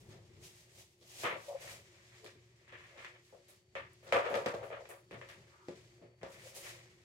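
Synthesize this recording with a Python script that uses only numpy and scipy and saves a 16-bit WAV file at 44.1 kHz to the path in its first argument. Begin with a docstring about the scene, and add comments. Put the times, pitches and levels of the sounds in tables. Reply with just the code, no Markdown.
"""A small hard-walled room, heard on two microphones a hand's width apart that catch mostly the room.
A plastic scoop works through paper bedding and hay in a plastic litter box, a little to the left.
Strokes of dense fibre crackle swell and fade; the scoop knocks, drags and judders on the box,
whose walls and base boom while the scoop clacks. Behind it lie a rumble, a low appliance hum at 119 Hz
and a wavering room drone near 360 Hz."""
import sys
import numpy as np
from scipy import signal
from scipy.fft import rfft, irfft
from scipy.io import wavfile

SR = 44100
rng = np.random.default_rng(int(sys.argv[2]) if len(sys.argv) > 2 else 0)


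def pcm_store(signal):
    """Save signal as 16-bit PCM."""
    levels = np.round(np.clip(np.atleast_2d(signal), -1, 1) * 32767)
    wavfile.write(sys.argv[1], SR, levels.astype(np.int16).T)


N = 310464
TIME = np.arange(N) / SR
MIC_GAP_M, LEFT_LAG_S, SOUND_M_PER_S = 0.16, 0.00017, 343

# scoop meets box: t/s, base thud/dB, wall boom/dB, scoop clack/dB, edge tick/dB, hardness/dB
KNOCKS = [(0.09, -60, -54.5, -55, -56.5, -17), (1.012, -64.5, -67.5, -69.5, -64, -3),
          (1.234, -43, -37, -33, -55, -5), (1.246, -53, -38.5, -34, -63, -5),
          (1.325, -55, -52.5, -53, -80, 6), (1.357, -60, -56, -53, -82, 9.5),
          (2.244, -60.5, -57.5, -62, -57.5, 7), (2.262, -70, -70, -55, -60, 6),
          (2.353, -67, -87, -83, -85, 5), (2.679, -75, -78, -58.5, -74, 4),
          (2.724, -66, -59.5, -49.5, -75, 1.5), (2.975, -65, -60.5, -50.5, -59.5, -3),
          (3.047, -76, -70, -49, -63.5, 7.5), (3.325, -66, -54, -76, -85, 1),
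          (3.483, -71, -65.5, -65, -65, 0), (3.753, -72, -50.5, -44, -63, 6.5),
          (3.764, -72, -53, -44, -82, 1), (4.029, -77, -59, -60.5, -71, -4.5),
          (4.062, -70, -45, -50.5, -53, -15), (4.124, -54, -32.5, -32, -47.5, 5),
          (4.138, -46, -32.5, -36, -50, -1.5), (4.159, -60, -28, -39, -58, 2.5),
          (4.243, -67, -34.5, -38, -55.5, -5), (4.305, -45, -35, -51, -59, -1.5),
          (4.341, -55, -42.5, -39, -50, 5.5), (4.356, -45, -33, -47, -54, 2),
          (4.46, -43, -35.5, -40, -49, 4.5), (4.54, -50.5, -40.5, -56.5, -62, 5),
          (4.629, -67, -43.5, -54, -72, 3), (4.703, -73, -43.5, -51.5, -77, -4),
          (4.726, -67, -45, -47, -78, 2), (4.855, -78, -70, -61, -71, 11),
          (4.891, -66, -46, -52.5, -64, -6.5), (5.11, -57, -55.5, -54, -66.5, 4.5),
          (5.128, -51.5, -49.5, -52.5, -68, -1.5), (5.214, -70, -56.5, -51.5, -81, 4.5),
          (5.288, -72, -61, -51, -59, 0), (5.684, -47.5, -53, -58.5, -61.5, 6.5),
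          (6.015, -54, -58, -69, -79, -5), (6.214, -64, -59, -56, -79, -4.5),
          (6.231, -51, -45, -54, -61.5, 3)]
# how much the bedding is stirred, sinking between bouts: t/s, level/dB
STIR = [(0, -72), (.3, -73.5), (.7, -70.5), (.97, -82.5), (1.15, -69), (2.15, -66.5), (2.5, -74),
        (3.03, -68), (3.2, -74.5), (3.52, -72), (3.68, -81.5), (3.85, -69.5), (4.0, -73), (4.35, -63),
        (4.9, -71), (5.06, -77.5), (5.25, -69), (5.62, -74), (5.78, -66), (6.17, -80.5), (6.33, -76),
        (6.75, -62.5), (7.04, -72)]


def undb(db):
    """Decibels to gain."""
    return np.exp(np.asarray(db) * np.log(10) / 20)


def unit(x):
    """Scale to rms 1."""
    return x / np.sqrt(np.mean(x ** 2))


def curve(rows):
    """Gain over time from rows of t/s, level/dB; silent outside them."""
    return undb(np.interp(TIME, *np.transpose(rows), left=-150, right=-150))


def swell(at, db, rise, hold, fall_db_per_s):
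    """Gain of one movement: it climbs 20 dB per rise time to its peak, holds, then dies away."""
    climb = 20 * np.maximum(at - TIME, 0) / max(rise, 0.005)
    fall = fall_db_per_s * np.maximum(TIME - at - hold, 0)
    return undb(np.maximum(db - climb - fall, -150))


def together(gains):
    """Unrelated movements add in power."""
    return np.sqrt(sum(gain ** 2 for gain in gains))


def walk(rate):
    """Random wander with a spread near 1, turning rate times a second."""
    knots = np.arange(0, TIME[-1] + 1, 1 / rate)
    return np.interp(TIME, knots, rng.standard_normal(len(knots)))


def tone(hz, waver_hz):
    """A sine of rms 1 whose pitch wanders."""
    return np.sqrt(2) * np.sin(2 * np.pi * np.cumsum(hz + waver_hz * walk(60)) / SR)


def colour(points, size=2048):
    """Minimum-phase response of unit energy from rows of f/Hz, level/dB."""
    hz, db = np.transpose(points)
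    f = np.maximum(np.fft.rfftfreq(size, 1 / SR), 1)
    spectrum = undb(np.interp(np.log(f), np.log(hz), db))
    cepstrum = irfft(np.log(spectrum))
    cepstrum[1:size // 2] *= 2
    cepstrum[size // 2 + 1:] = 0
    response = irfft(np.exp(rfft(cepstrum)))
    return response / np.linalg.norm(response)


def ring(modes, size=8192):
    """Unit-energy response of damped modes, radiating little outside their range."""
    t = np.arange(size) / SR
    ringing = sum(undb(db) * width * np.exp(-np.pi * width * t) * np.cos(2 * np.pi * hz * t)
                  for hz, width, db in modes)
    edges_hz = [0.82 * modes[0][0], 1.345 * modes[-1][0]]
    response = signal.sosfilt(signal.butter(3, edges_hz, "band", fs=SR, output="sos"), ringing)
    return response / np.linalg.norm(response)


def through(drive, response, left_db):
    """Send a stereo drive through a body that is left_db louder at the left microphone."""
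    balance = undb(np.array([[left_db], [-left_db]]) / 2)
    return signal.oaconvolve(drive, response[None], axes=1)[:, :N] * balance


def diffuse():
    """Noise from all around: alike at both microphones in the bass, unrelated in the treble."""
    f = np.fft.rfftfreq(N, 1 / SR)
    alike = np.sinc(2 * f * MIC_GAP_M / SOUND_M_PER_S)
    mid, side = rfft(rng.standard_normal((2, N))) * np.sqrt([(1 + alike) / 2, (1 - alike) / 2])
    return irfft(np.array([mid + side, mid - side]), N)


def direct(x):
    """The straight path reaches the right microphone first."""
    lag = round(LEFT_LAG_S * SR)
    return np.array([np.pad(x, (lag, 0))[:N], x])


def friction(gain, rate, spread_db, direct_db, smear_s):
    """Tiny slips of unequal size, rate a second, each heard straight and smeared by its surroundings."""
    moments = np.flatnonzero(rng.random(N) < rate / SR)
    exponential = -np.log(1 - rng.random(N)[moments])
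    direction = 1 - 2 * (moments % 2)
    slips = np.zeros(N)
    slips[moments] = undb(spread_db * np.minimum(exponential, 3)) * direction
    slips = unit(slips)
    echo_power = signal.lfilter([1], [1, -np.exp(-1 / (smear_s * SR))], slips ** 2)
    smear = unit(np.sqrt(echo_power)) * diffuse()
    return gain * unit(undb(direct_db) * direct(slips) + smear)


def blows(hits, t60, click_db, early_s, patchy_db):
    """Hits (t/s, level/dB, hardness/dB): a click, early echoes in the box, the room's uneven tail."""
    click, power = np.zeros((2, N))
    for at, db, hardness_db in hits:
        start, size, hardness = int(at * SR), undb(db), undb(hardness_db)
        t = TIME[:min(N - start, int(t60 * SR))]
        click[start] += size * hardness
        early_power = hardness ** 2 * np.exp(-t / early_s)
        build_up = 1 - np.exp(-t * hardness / 0.0051)  # slower when bedding cushions the contact
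        tail = build_up * np.exp(-t * np.log(1000) / t60)
        power[start:start + len(t)] += size ** 2 * (early_power + tail ** 2)
    echoes = np.sqrt(power) * undb(patchy_db * walk(350)) * diffuse()
    return undb(click_db) * direct(click) + echoes


def blade_pressure():
    """Rubbing force on (blade, wall): pushes along the box, plus light contact while stirring."""
    # pushes: t/s at full pressure, blade/dB, wall/dB, rise/s, hold/s
    scrapes = [(0.14, -70, -63, 0.1, 0.042), (0.762, -80, -68, 0.11, 0.015),
               (1.28, -41.5, -46, 0.088, 0.019), (1.609, -55.5, -50, 0.052, 0.02),
               (1.687, -50, -57.5, 0.14, 0.028), (2.132, -62, -85, 0.14, .05),
               (2.777, -55, -67, 0.15, 0.098), (2.945, -60, -61, .1, .03), (3.03, -51, -66, 0.16, 0.029),
               (3.135, -62, -67.5, .1, 0.024), (4.284, -48.5, -42.5, 0.15, 0.023),
               (4.584, -60, -46.5, 0.068, 0.037), (4.79, -71, -52, .1, 0.027), (5.33, -68, -70, 0.23, .2),
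               (6.04, -70.5, -62, .1, 0.017), (6.35, -59.5, -62, .12, .03),
               (6.449, -57.5, -60, 0.14, 0.026), (6.556, -60, -55.5, .08, 0.028),
               (6.663, -47.5, -58, 0.067, 0.017), (6.796, -73, -64.5, .15, 0.025)]
    blade, wall = [undb(1.5) * curve(STIR)], [undb(-7.5) * curve(STIR)]
    for at, blade_db, wall_db, rise, hold in scrapes:
        blade.append(swell(at, blade_db, rise, hold, fall_db_per_s=155))
        wall.append(swell(at, wall_db, rise, hold, fall_db_per_s=155))
    return together(blade), together(wall)


def room_tone():
    """Swelling rumble, low appliance hum and room drone sink when the stirring pauses; a thin whine."""
    # brief swells of the rumble: t/s, level/dB, rise/s
    swells = [(0.1, -55.5, 0.28), (0.42, -59, 0.52), (0.79, -69, 0.33), (1.74, -61.5, 0.25),
              (2.38, -69, 0.12), (2.79, -66, 0.078), (3.81, -60, 0.13), (4.16, -55, 0.16),
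              (4.62, -57.5, 0.22), (5.14, -58.5, .1), (5.39, -60, .1), (5.77, -63, 0.14), (5.92, -67, .1),
              (6.24, -59.5, .06), (6.4, -62.5, .15), (6.68, -66, 0.21), (6.93, -67, 0.18)]
    # spectrum of the rumble: f/Hz, level/dB
    rumble_colour = [(20, -39), (38, -25.5), (52, -8), (75, -3), (105, 1.5), (150, -2.5), (200, -9),
                     (290, -18), (360, -3.5), (480, -16.5), (900, -23.5), (4000, -53.5)]
    # a low appliance hum at 119 Hz and a wavering room drone near 360 Hz: f/Hz, level/dB, waver/Hz
    low_tones = [(118.6, -72.5, 2.5), (359.3, -73.5, 13.15)]
    # appliance whine: t/s, level/dB
    whine_levels = [(0, -97), (2.3, -94), (3.7, -88), (6.1, -87), (7.04, -93)]
    mean_stir_db = np.mean(STIR, axis=0)[1]
    busy = np.maximum(curve(STIR) / undb(mean_stir_db), 0.1) ** 0.33
    surges = [swell(at, db, rise, hold=0, fall_db_per_s=84) for at, db, rise in swells]
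    level = together([undb(-72) * busy] + surges)
    rumble = through(level * diffuse(), colour(rumble_colour), left_db=2)
    hum_and_drone = busy * sum(undb(db + 3.1 * walk(9)) * tone(hz, waver) for hz, db, waver in low_tones)
    whine = curve(whine_levels) * tone(4520, waver_hz=12)
    return rumble + hum_and_drone + whine


def bedding():
    """Paper fibres slide in a dense hiss with each stroke; stirred hay keeps settling more faintly."""
    # strokes through the bedding: t/s at full speed, level/dB, rise/s, hold/s
    strokes = [(0.0, -65.5, .05, 0.0035), (0.1, -69.5, .1, 0.017), (0.441, -57, 0.041, 0.03),
               (0.56, -65, 0.14, 0.053), (0.793, -58.5, 0.12, 0.008), (0.92, -74.5, 0.053, .01),
               (1.098, -61.5, 0.088, .02), (1.211, -49, 0.14, 0.027), (1.466, -59, 0.16, 0.028),
               (1.616, -56.5, 0.036, .05), (1.706, -53.5, 0.087, 0.026), (3.25, -77, 0.068, 0.079),
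               (6.324, -62, 0.064, .012), (6.471, -58.5, .2, 0.025), (6.557, -52.5, 0.025, .02),
               (6.646, -53.5, 0.066, 0.052)]
    # spectra of sliding paper and settling hay: f/Hz, level/dB
    paper_colour = [(200, -7), (700, -1), (1400, -6.5), (2000, 0.5), (3000, 2.5), (4500, 1.5), (6500, 2),
                    (8500, -0.5), (11000, -5), (15500, -11)]
    hay_colour = [(1000, -20), (3000, -1.5), (5000, -2), (7500, -4), (9500, -13), (12000, -16.5),
                  (16000, -25)]
    speed = together(swell(*stroke, fall_db_per_s=190) for stroke in strokes)
    paper = friction(undb(2) * speed, rate=3000, spread_db=1, direct_db=-9.5, smear_s=0.0069)
    hay = friction(undb(-0.5) * curve(STIR), rate=570, spread_db=10, direct_db=-19, smear_s=0.04)
    return (through(paper, colour(paper_colour), left_db=0.4)
            + through(hay, colour(hay_colour), left_db=0.3))


def litter_box():
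    """Knocks and rubbing ring the plastic walls; the knocks also thud in the base."""
    # modes of the walls and the base: f/Hz, width/Hz, level/dB
    wall_modes = [(433, 10, -9), (498, 29, 0), (549.4, 20.5, 5), (575, 43, -2), (616.3, 15, -0.5),
                  (658, 27, -4.5), (750, 6.4, -19), (830, 8, -26)]
    base_modes = [(109.5, 21, -4.5), (152, 76, -6.5), (223, 110, -4), (276, 22, -14), (353, 42, 5.5),
                  (416, 43, -1)]
    at, base_db, wall_db, _, _, hardness = np.transpose(KNOCKS)
    _, push = blade_pressure()
    struck = blows(zip(at, wall_db, hardness), t60=0.29, click_db=17.5, early_s=0.0053, patchy_db=2.5)
    rubbed = friction(undb(-3) * push, rate=180, spread_db=4, direct_db=-5, smear_s=0.022)
    thuds = blows(zip(at, base_db, hardness), t60=0.31, click_db=17.5, early_s=0.0086, patchy_db=1)
    return (through(struck + rubbed, ring(wall_modes), left_db=3.2)
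            + through(thuds, ring(base_modes), left_db=1.5))


def scoop():
    """The light scoop clacks, its edge ticks, and its blade scrapes between blows."""
    # spectra of the scoop's body, edge and dragged blade: f/Hz, level/dB
    clack_colour = [(500, -33.5), (1000, -3.5), (1450, -5.5), (1750, 3.5), (2000, 0.5), (2400, 0),
                    (2800, -5.5), (3400, -9), (5000, -27.5), (8000, -38), (16000, -50)]
    tick_colour = [(1000, -37), (2400, -3), (3400, 10.5), (4800, 7.5), (8000, 0.5), (11000, -14.5),
                   (16000, -23)]
    scrape_colour = [(300, -23), (750, -9.5), (1100, -2.5), (1450, -4), (1900, 4), (2400, 1.5),
                     (2800, -4.5), (3400, -7.5), (5000, -23.5), (12000, -38.5)]
    at, _, _, clack_db, tick_db, hardness = np.transpose(KNOCKS)
    push, _ = blade_pressure()
    clacks = blows(zip(at, clack_db, hardness), t60=0.31, click_db=13.5, early_s=0.00093, patchy_db=2)
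    ticks = blows(zip(at, tick_db, hardness), t60=0.31, click_db=10, early_s=0.0017, patchy_db=3)
    scrape = friction(undb(-3.5) * push, rate=320, spread_db=3.5, direct_db=-5, smear_s=0.021)
    return (through(clacks, colour(clack_colour), left_db=1.5)
            + through(ticks, colour(tick_colour), left_db=0.5)
            + through(scrape, colour(scrape_colour), left_db=1.5))


def rim():
    """Heavy blows clank the box's stiff rim; a light slide makes it squeak."""
    # modes of the rim: f/Hz, width/Hz, level/dB
    rim_modes = [(904, 14, -6), (935, 14, 1), (996.5, 17, 1), (1123, 22, -2), (1184, 20, 4.5),
                 (1252, 60, 0.5), (1348, 27, -1.5), (1430, 50, -8), (1586, 20, -2.5), (1686, 20, -10),
                 (1810, 14, -12)]
    # the scoop slides along the rim: t/s, level/dB
    squeak = [(5.5, -75), (5.518, -71), (5.542, -66), (5.664, -68), (5.68, -74)]
    at, _, wall_db, clack_db, _, hardness = np.transpose(KNOCKS)
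    blow_db = (wall_db + clack_db) / 2
    clank_db = -35.5 + 1.24 * (blow_db + 35)  # the clank grows faster than the blow
    struck = blows(zip(at, clank_db, hardness), t60=0.34, click_db=9.5, early_s=0.0011, patchy_db=2)
    rubbed = friction(undb(0.5) * curve(squeak), rate=1100, spread_db=7, direct_db=-8, smear_s=0.02)
    return through(struck + rubbed, ring(rim_modes), left_db=1.3)


def judder():
    """Plastic sticks and slips on a wall, loosely locked to one mode; uneven slips ring its neighbours."""
    # drags along a wall: t/s at full force, level/dB, rise/s, hold/s, f/Hz
    drags = [(1.495, -40, .03, 0.034, 568.5), (1.552, -42, .02, .004, 558), (2.239, -55, .04, 0.014, 429.8),
             (4.181, -33, .05, .015, 560), (4.308, -37, .12, 0.01, 580), (4.383, -39, 0.055, .025, 550),
             (6.457, -60.5, 0.053, 0.017, 536), (6.567, -63, .04, 0.013, 570)]
    # wall modes that the dragged scoop picks out: f/Hz, width/Hz, level/dB
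    drag_modes = [(531, 37, 18), (563, 54, 5), (590, 34, -19), (670, 49, 11), (840, 56, -24)]
    forces = [swell(at, db, rise, hold, fall_db_per_s=449) for at, db, rise, hold, _ in drags]
    notes = sum(force * tone(hz, waver_hz=18) for force, (*_, hz) in zip(forces, drags))
    locked = undb(-5 + 3.4 * walk(70)) * notes
    loose = friction(undb(-6) * together(forces), rate=4600, spread_db=1, direct_db=0, smear_s=0.02)
    lean_left = undb([[2], [-2]])
    return direct(locked) * lean_left + through(loose, ring(drag_modes), left_db=2)


def hay_flicks():
    """Stalks spring off the scoop's edge with bright clicks, a little to the right."""
    # springing stalks: t/s, level/dB, hardness/dB
    stalks = [(2.244, -67, 6), (3.0, -75, -8), (3.24, -77, -8), (3.484, -61.5, -2), (3.933, -84.5, 19),
              (4.029, -66, -9), (4.124, -55, 0), (4.3, -62, 2), (4.356, -58.5, 3), (4.462, -61, 6),
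              (4.54, -70, 6), (4.629, -63, -10), (4.891, -55, 0), (5.11, -72, -2), (5.288, -66.5, 1),
              (6.55, -47.5, -5)]
    # spectrum of a flick: f/Hz, level/dB
    flick_colour = [(3000, -26), (7000, 4), (10500, 7), (13000, 0), (16000, -0.5)]
    flicks = blows(stalks, t60=0.31, click_db=20, early_s=0.0012, patchy_db=2)
    return through(flicks, colour(flick_colour), left_db=-1.5)


def scene():
    """Room tone, bedding, box and scoop as they reach the two microphones."""
    return room_tone() + bedding() + litter_box() + scoop() + rim() + judder() + hay_flicks()


def record(dry):
    """The recorder cuts the top steeply at 15.8 kHz."""
    return signal.sosfilt(signal.ellip(10, 0.2, 70, 15800, fs=SR, output="sos"), dry)


dry = scene()
out = record(dry)
pcm_store(out)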